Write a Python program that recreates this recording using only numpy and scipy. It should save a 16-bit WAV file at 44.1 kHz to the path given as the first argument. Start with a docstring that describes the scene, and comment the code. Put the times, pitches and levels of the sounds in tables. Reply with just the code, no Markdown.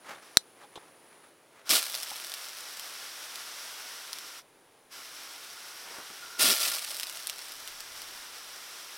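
"""A garden hose nozzle in a fenced yard, heard close up; insects sing far off throughout.
Sleeves rustle (swelling noise), water leaks faintly, the pattern dial snaps home (ringing shell modes), then
the background drops a little. The trigger opens on a fine, even mist (smooth filtered noise); trapped air
spits at once (dense bubble bursts) and trails off in single pops. It shuts, then opens again to the end:
air spits some 1.5 s into this second squeeze and trails off in pops, under a light breeze (low noise)."""
import sys
import numpy as np
from scipy import signal
from scipy.fft import rfft, irfft
from scipy.io import wavfile

SR = 44100
rng = np.random.default_rng(int(sys.argv[2]) if len(sys.argv) > 2 else 0)


def generate_wav(sig):
    """Save sig (samples, or channels by samples) to the path in sys.argv[1] as 16-bit PCM at SR."""
    pcm = np.round(np.clip(np.atleast_2d(sig).T, -1, 1) * 32767).astype(np.int16)
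    wavfile.write(sys.argv[1], SR, pcm)


N = 395577
TIME = np.arange(N) / SR

# colour of a bursting bubble: (frequency [Hz], relative density [dB per Hz])
SPIT_COLOUR = [(100, -34), (400, -18), (630, -4.5), (980, -9.5), (1350, -5.5), (1900, -2.5), (3500, 2),
               (5400, 4), (6700, -4.5), (8300, -0.5), (10500, -1), (13500, -4.5), (16000, -8.5)]
# air pockets reaching the orifice: (time [s], rise [s], length [s], spit level [dB], sag [dB/s],
# bass blurt level [dB], trailing foam level [dB])
AIR_POCKETS = [(1.684, .02, 0.086, -20.5, 39, -44, -38.5), (6.377, 0.025, 0.14, -22, -1, -41.5, -43),
               (6.51, 0.12, 0.26, -22, 49.5, -57, -44.5)]


def from_db(db):
    """Decibels to gain."""
    return 10 ** (np.asarray(db) / 20)


def rms_one(x):
    """Scale to unit rms."""
    return x / np.sqrt(np.mean(x ** 2) + 1e-20)


def in_time(rows):
    """Each column of a curve, interpolated at every sample."""
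    s, *columns = np.transpose(rows)
    return [np.interp(TIME, s, c) for c in columns]


def gate(start_s, end_s, rise_s, release_s):
    """Squared attack, hold, then a fall of 60 dB per release_s, down to -120 dB."""
    attack = np.clip((TIME - start_s) / rise_s, 0, 1) ** 2
    return attack * from_db(-60 * np.clip((TIME - end_s) / release_s, 0, 2))


def swells(rows):
    """Sum of Gaussian rises and falls, as one gain."""
    gain = 0
    for s, db, sigma_s in rows:
        distance = np.minimum(np.abs(TIME - s) / sigma_s, 10)
        gain = gain + from_db(db) * np.exp(-.5 * distance ** 2)
    return gain


def drift(rate_hz):
    """Slow random curve of unit rms, with rate_hz knots per second."""
    knots = rng.standard_normal(N // 10)
    return rms_one(np.interp(TIME * rate_hz, np.arange(len(knots)), knots))


def colour(x, spectrum):
    """Causal minimum-phase filter with this spectrum; white noise keeps its power."""
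    size = 4096
    hz, db = np.transpose(spectrum)
    log_hz = np.log(np.maximum(np.fft.rfftfreq(size, 1 / SR), 1))
    outside = np.abs(log_hz - np.clip(log_hz, np.log(hz[0]), np.log(hz[-1])))
    target_db = np.interp(log_hz, np.log(hz), db) - 20 * outside
    cepstrum = irfft(np.log(from_db(target_db)))
    # keep the causal half only: minimum phase
    cepstrum[0] = 0
    cepstrum[size // 2:] = 0
    response = irfft(np.exp(rfft(2 * cepstrum)))
    return signal.oaconvolve(x, response / np.linalg.norm(response))[:N]


def noise(spectrum):
    """Steady coloured noise of about unit rms."""
    return colour(rng.standard_normal(N), spectrum)


def widen(spectrum, side_db):
    """Steady noise almost the same on both sides: a common part plus a weak opposed part."""
    return noise(spectrum) + from_db(side_db) * noise(spectrum) * [[1], [-1]]


def bursts(energy, decay_s):
    """Every impulse of energy lets off a short dying puff of turbulence."""
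    r = np.exp(-1 / (decay_s * SR))
    power = signal.lfilter([1], [1, -r * r], energy + 1e-18)
    return np.sqrt(power) * rng.choice([-1, 1], N)


def ring(clicks, hz, t60_s):
    """A unit click sets a damped mode of height 1 ringing (two-pole resonator)."""
    r = from_db(-60 / (t60_s * SR))
    w = 2 * np.pi * hz / SR
    return signal.lfilter([0, np.sin(w)], [1, -2 * r * np.cos(w), r * r], clicks + 1e-18)


def yard(x, ground_db, scatter_db, ground_s=.0061, t60_s=0.094, low_hz=2500, high_hz=10000):
    """One echo off the ground, then a short bright scatter from fence and woodpile, unlike on each side."""
    age_s = TIME[:SR // 4]
    scatter = rng.standard_normal((2, len(age_s))) * from_db(-60 * age_s / t60_s) * (age_s > ground_s / 2)
    band = signal.butter(2, [low_hz, high_hz], "band", fs=SR, output="sos")
    scatter = signal.sosfilt(band, scatter)
    scatter /= np.linalg.norm(scatter, axis=1, keepdims=True)
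    echo = from_db(ground_db) * np.interp(TIME - ground_s, TIME, x)
    scattered = signal.oaconvolve(x[None], scatter, axes=1)[:, :N]
    return x + echo + from_db(scatter_db) * scattered


def outdoors(air_db=-61, insect_db=-72, drop_s=1.29, early_air_db=2, early_insect_db=6.5, release_s=.12):
    """Distant neighbourhood hum and a thin insect band, both louder before drop_s; a light breeze."""
    # distant neighbourhood colour: (frequency [Hz], relative density [dB per Hz])
    far_air = [(20, -27), (60, -18.5), (120, -6.5), (200, -6.5), (310, 0.5), (420, 2), (750, -2),
               (1500, -6.5), (3200, -11.5), (5300, -15.5), (7000, -17), (16000, -22.5)]
    # insect band: (frequency [Hz], relative density [dB per Hz])
    insect_band = [(8000, -37), (9000, -14), (9500, 0), (10100, 1.5), (10450, -18.5), (14500, -31.5),
                   (14950, -10), (15300, -36)]
    # breeze rumble: (frequency [Hz], relative density [dB per Hz])
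    gust = [(15, 6.5), (45, -5), (90, -3), (200, -14), (500, -43)]
    # breeze puffs on the microphone: (time [s], level [dB], Gaussian sigma [s])
    puffs = [(6.9, -82.5, 2), (7.95, -71, .27)]
    early = gate(-1.2, drop_s, 1, release_s)
    insects = from_db(insect_db + early_insect_db * early) * widen(insect_band, side_db=-19.0)
    hum = from_db(air_db + early_air_db * early) * widen(far_air, side_db=-25)
    return hum + insects + swells(puffs) * noise(gust)


def handling(grain_db=2.5, rise_s=0.00095, grip_hz=880, grip_t60_s=0.012):
    """Cloth rubs in fine catches; hands and hose bump softly against the hollow grip."""
    # rubbing cloth: (frequency [Hz], relative density [dB per Hz])
    cloth = [(100, -21.5), (400, -5.5), (1000, -0.5), (1900, -2.5), (3200, -11.5), (5500, -15),
             (7000, -17.5), (16000, -28)]
    # sleeve strokes: (time [s], level [dB], Gaussian sigma [s])
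    strokes = [(.103, -45, 0.038), (.25, -58, 0.098), (.615, -54.5, 0.027), (.81, -59.5, 0.072),
               (1.17, -62, 0.097), (1.59, -58.5, 0.046), (5.94, -48, 0.071)]
    # soft bump: (frequency [Hz], relative density [dB per Hz])
    thud_colour = [(50, -18), (200, -5), (450, 5.5), (680, -4), (860, 1.5), (1150, -3), (2500, -19)]
    # scuff of a bump: (frequency [Hz], relative density [dB per Hz])
    scuff_colour = [(1000, -15), (2700, -6), (3600, 7), (4300, -5), (7500, -11.5), (10000, -17),
                    (16000, -30)]
    # hand and hose bumps: (time [s], thud level [dB], scuff level [dB], grip knock level [dB],
    # decay time constant [s])
    bumps = [(.148, -54, -49, -59, 0.0087), (.635, -61, -55.5, -43.5, 0.011),
             (0.756, -43, -41.5, -60, 0.011), (0.775, -41.5, -58, -41, 0.0036),
             (2.114, -54, -49, -36, 0.01), (5.985, -43.5, -68, -65.5, 0.017), (6.101, -48, -71, -60, 0.016)]
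    out = swells(strokes) * from_db(grain_db * drift(250)) * noise(cloth)
    thud, scuff = noise(thud_colour), noise(scuff_colour)
    knock = rms_one(ring(noise(cloth), grip_hz, grip_t60_s))
    for s, thud_db, scuff_db, knock_db, decay_s in bumps:
        age_s = np.maximum(TIME - s, 0)
        touch = np.minimum(age_s / rise_s, 1) * np.exp(-np.minimum(age_s / decay_s, 20))
        out += touch * (from_db(thud_db) * thud + from_db(scuff_db) * scuff + from_db(knock_db) * knock)
    return out


def dial(detent_s=.3711, level_db=6, snap_db=-10, snap_s=0.0006, push_db=-7, push_s=0.00015):
    """The detent snaps home: one quick shove of air, and the small, well damped shell rings."""
    # plastic shell modes: (frequency [Hz], relative level [dB], t60 [s])
    shell_modes = [(1500, -16, 0.0045), (4000, 0.5, 0.0046), (5980, -5.5, 0.0043), (7280, -16, 0.012),
                   (9460, -4.5, 0.0032), (11600, -7.5, .003), (15600, -7.5, 0.0018)]
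    click = np.zeros(N)
    click[round(detent_s * SR)] = from_db(level_db)
    shell = 0
    for k, (hz, db, t60_s) in enumerate(shell_modes):
        shell = shell + (-1) ** k * from_db(db) * ring(click, hz, t60_s)
    push = signal.lfilter([from_db(push_db)], [1, -np.exp(-1 / (push_s * SR))], click + 1e-18)
    return shell + push + from_db(snap_db) * bursts(click ** 2, snap_s)


def water_flow(valve_open_s=0.039, valve_shut_s=.1):
    """Gain of the flow through the valve: a faint leak until the dial seats, then two squeezes."""
    # valve openings: (opens [s], shuts [s], flow [dB re fully open])
    openings = [(0.194, .362, -13.5), (1.636, 4.392, -0.5), (4.889, 9, -0.5)]
    return sum(from_db(db) * gate(opens, shuts, valve_open_s, valve_shut_s) for opens, shuts, db in openings)


def air_flow(spit_release_s=.2, blurt_release_s=0.1, foam_clears_db_per_s=17):
    """Each pocket spits and blurts while it empties, then leaves foam that clears slowly: three gains."""
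    spit = blurt = foam = 0
    for s, rise_s, length_s, spit_db, sag_db_per_s, blurt_db, foam_db in AIR_POCKETS:
        end_s = s + length_s
        sag_db = sag_db_per_s * np.clip(TIME - s, 0, length_s)
        spit = spit + from_db(spit_db - sag_db) * gate(s, end_s, rise_s, spit_release_s)
        blurt = blurt + from_db(blurt_db - sag_db) * gate(s, end_s, rise_s, blurt_release_s)
        foam = foam + from_db(foam_db) * gate(s, end_s, length_s, 60 / foam_clears_db_per_s)
    return spit, blurt, foam


def whistle(flow, spit, hz=1410, t60_s=0.069, waver_hz=22, steady_db=-62, near_air_db=-52, with_spit_db=-20,
            lead_s=0.19, rise_s=.04, release_s=0.27):
    """The head's cavity sings faintly and wavers, louder as an air pocket draws near and while it passes."""
    near_air = np.max([gate(s - lead_s, s, rise_s, release_s) for s, *_ in AIR_POCKETS], axis=0)
    strength = flow * (from_db(steady_db) + from_db(near_air_db) * near_air) + from_db(with_spit_db) * spit
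    tone = rms_one(ring(rng.standard_normal(N), hz, t60_s))
    # a warped clock bends the pitch
    clock_s = TIME + np.cumsum(waver_hz / hz * drift(12)) / SR
    return strength * np.interp(clock_s, TIME, tone)


def slugs(blurt, per_s=450, spread_db=3):
    """Slugs of air and water take turns in the orifice, each with a low, uneven shove."""
    # slug of air: (frequency [Hz], relative density [dB per Hz])
    slug_colour = [(30, -31), (90, -23), (200, 2), (400, 5), (600, -14), (2000, -33)]
    sizes = from_db(spread_db * rng.standard_normal(N))
    shoves = (rng.random(N) < per_s / SR) * sizes * rng.choice([-1, 1], N)
    return blurt * rms_one(colour(shoves, slug_colour))


def large_bubbles(foam, pop_db=-4.0, stray_per_s=50, stray_db=-23, spread_db=1.5, decay_s=0.00026,
                  spatter_db=-11, spatter_s=0.0034):
    """Large bubbles crack and their torn film spatters; chance strays get fewer and smaller as foam clears."""
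    # loudest single bubbles: (time [s], relative level [dB])
    pops = [(1.6934, -9.5), (1.8277, -13), (1.8987, -17.5), (1.9514, -13), (2.0315, -14.5), (2.2679, -21),
            (2.3396, -17), (2.796, -19), (3.3568, -19.5), (4.131, -18), (4.1862, -22), (6.9675, -18),
            (6.998, -12.5), (7.0323, -14.5), (7.0966, -16.5), (7.2711, -14.5), (7.2975, -14), (7.4839, -26),
            (7.6761, -21.5), (7.8047, -19.5), (8.0183, -21)]
    froth = foam / foam.max()
    strays = rng.random(N) < stray_per_s * froth / SR
    stray_sizes = from_db(stray_db + spread_db * np.clip(rng.standard_normal(N), -2, 2))
    energy = strays * froth * stray_sizes ** 2
    for s, db in pops:
        energy[round(s * SR)] = from_db(db + pop_db) ** 2
    crack = bursts(energy, decay_s)
    spatter = from_db(spatter_db) * bursts(energy, spatter_s)
    return colour(crack + spatter, SPIT_COLOUR)


def trapped_air(air, full_per_s=5000, crowding_power=.85, spread_db=4.0, decay_s=0.00063, surge_db=0.35,
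                cavity_db=-15):
    """Compressed bubbles burst leaving the orifice, more with more air: a dense spit thinning to crackle."""
    # resonances of the water-filled nozzle and hose: (frequency [Hz], relative level [dB], t60 [s])
    cavity_modes = [(642, -14, 0.012), (1247, -8, 0.044), (1423, -7.5, 0.056), (1810, -13, 0.098),
                    (2770, -19.5, 0.062), (3500, -8.5, 0.057)]
    per_s = full_per_s * (air / air.max()) ** crowding_power + 1
    born = rng.random(N) < per_s / SR
    sizes = rms_one(from_db(spread_db * np.clip(rng.standard_normal(N), -2, 2)))
    share = 2 / (per_s * decay_s)  # the fewer the bubbles, the more power each carries
    surge = from_db(surge_db * drift(90))
    energy = born * share * (sizes * air * surge) ** 2
    spit = colour(bursts(energy, decay_s), SPIT_COLOUR)
    hollow = sum(from_db(cavity_db + db) * rms_one(ring(spit, hz, t60_s)) for hz, db, t60_s in cavity_modes)
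    return spit + np.std(spit) * hollow


def mist(flow, flutter_db=0.64, fizz_db=-4.5, fizz_power=1.1):
    """The jet tears into countless droplets: a smooth hiss, with a fizz that weakens faster with pressure."""
    # jet level as the nozzle is lowered and turned away: (time [s], level [dB])
    aim = [(1.7, -45.5), (3.6, -43.5), (4.4, -46.5), (5.3, -46.5), (8.97, -46)]
    # jet: (frequency [Hz], relative density [dB per Hz])
    hiss = [(150, -32.5), (350, -15.5), (600, -7), (1000, -3), (1400, -0.5), (1900, -2), (2500, -3),
            (3400, -1.5), (4400, -3), (5500, 0.5), (5950, -1), (6500, -14.5), (9000, -39.5)]
    # finest spray: (frequency [Hz], relative density [dB per Hz])
    fizz = [(4500, -27), (6300, 0), (7200, -1.5), (8300, 0.5), (9200, -2.5), (10500, 0.5), (11800, -5.5),
            (13000, -2), (16000, -10.5)]
    aim_db, = in_time(aim)
    pressure = flow * from_db(aim_db - aim_db.max())
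    jet = pressure * noise(hiss) + from_db(fizz_db) * pressure ** fizz_power * noise(fizz)
    return from_db(aim_db.max() + flutter_db * drift(25)) * jet


def scene(stray_air_db=-60):
    """Water always carries a little air; sharp sounds wake the yard, mist and background are diffuse."""
    flow = water_flow()
    spit, blurt, foam = air_flow()
    air = np.sqrt(spit ** 2 + foam ** 2 + (from_db(stray_air_db) * flow) ** 2)
    hands = yard(dial() + handling(), ground_db=-31.5, scatter_db=-32.0)
    sputter = yard(trapped_air(air) + large_bubbles(foam), ground_db=-12, scatter_db=-63.0)
    return outdoors() + hands + whistle(flow, spit) + slugs(blurt) + sputter + mist(flow)


def record(dry, cutoff_hz=16600):
    """The snap overloads the input (hard clip); a steep low-pass cuts the top."""
    low_pass = signal.cheby2(18, 60, cutoff_hz, fs=SR, output="sos")
    return signal.sosfilt(low_pass, np.clip(dry, -1, 1))


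dry = scene()
out = record(dry)
generate_wav(out)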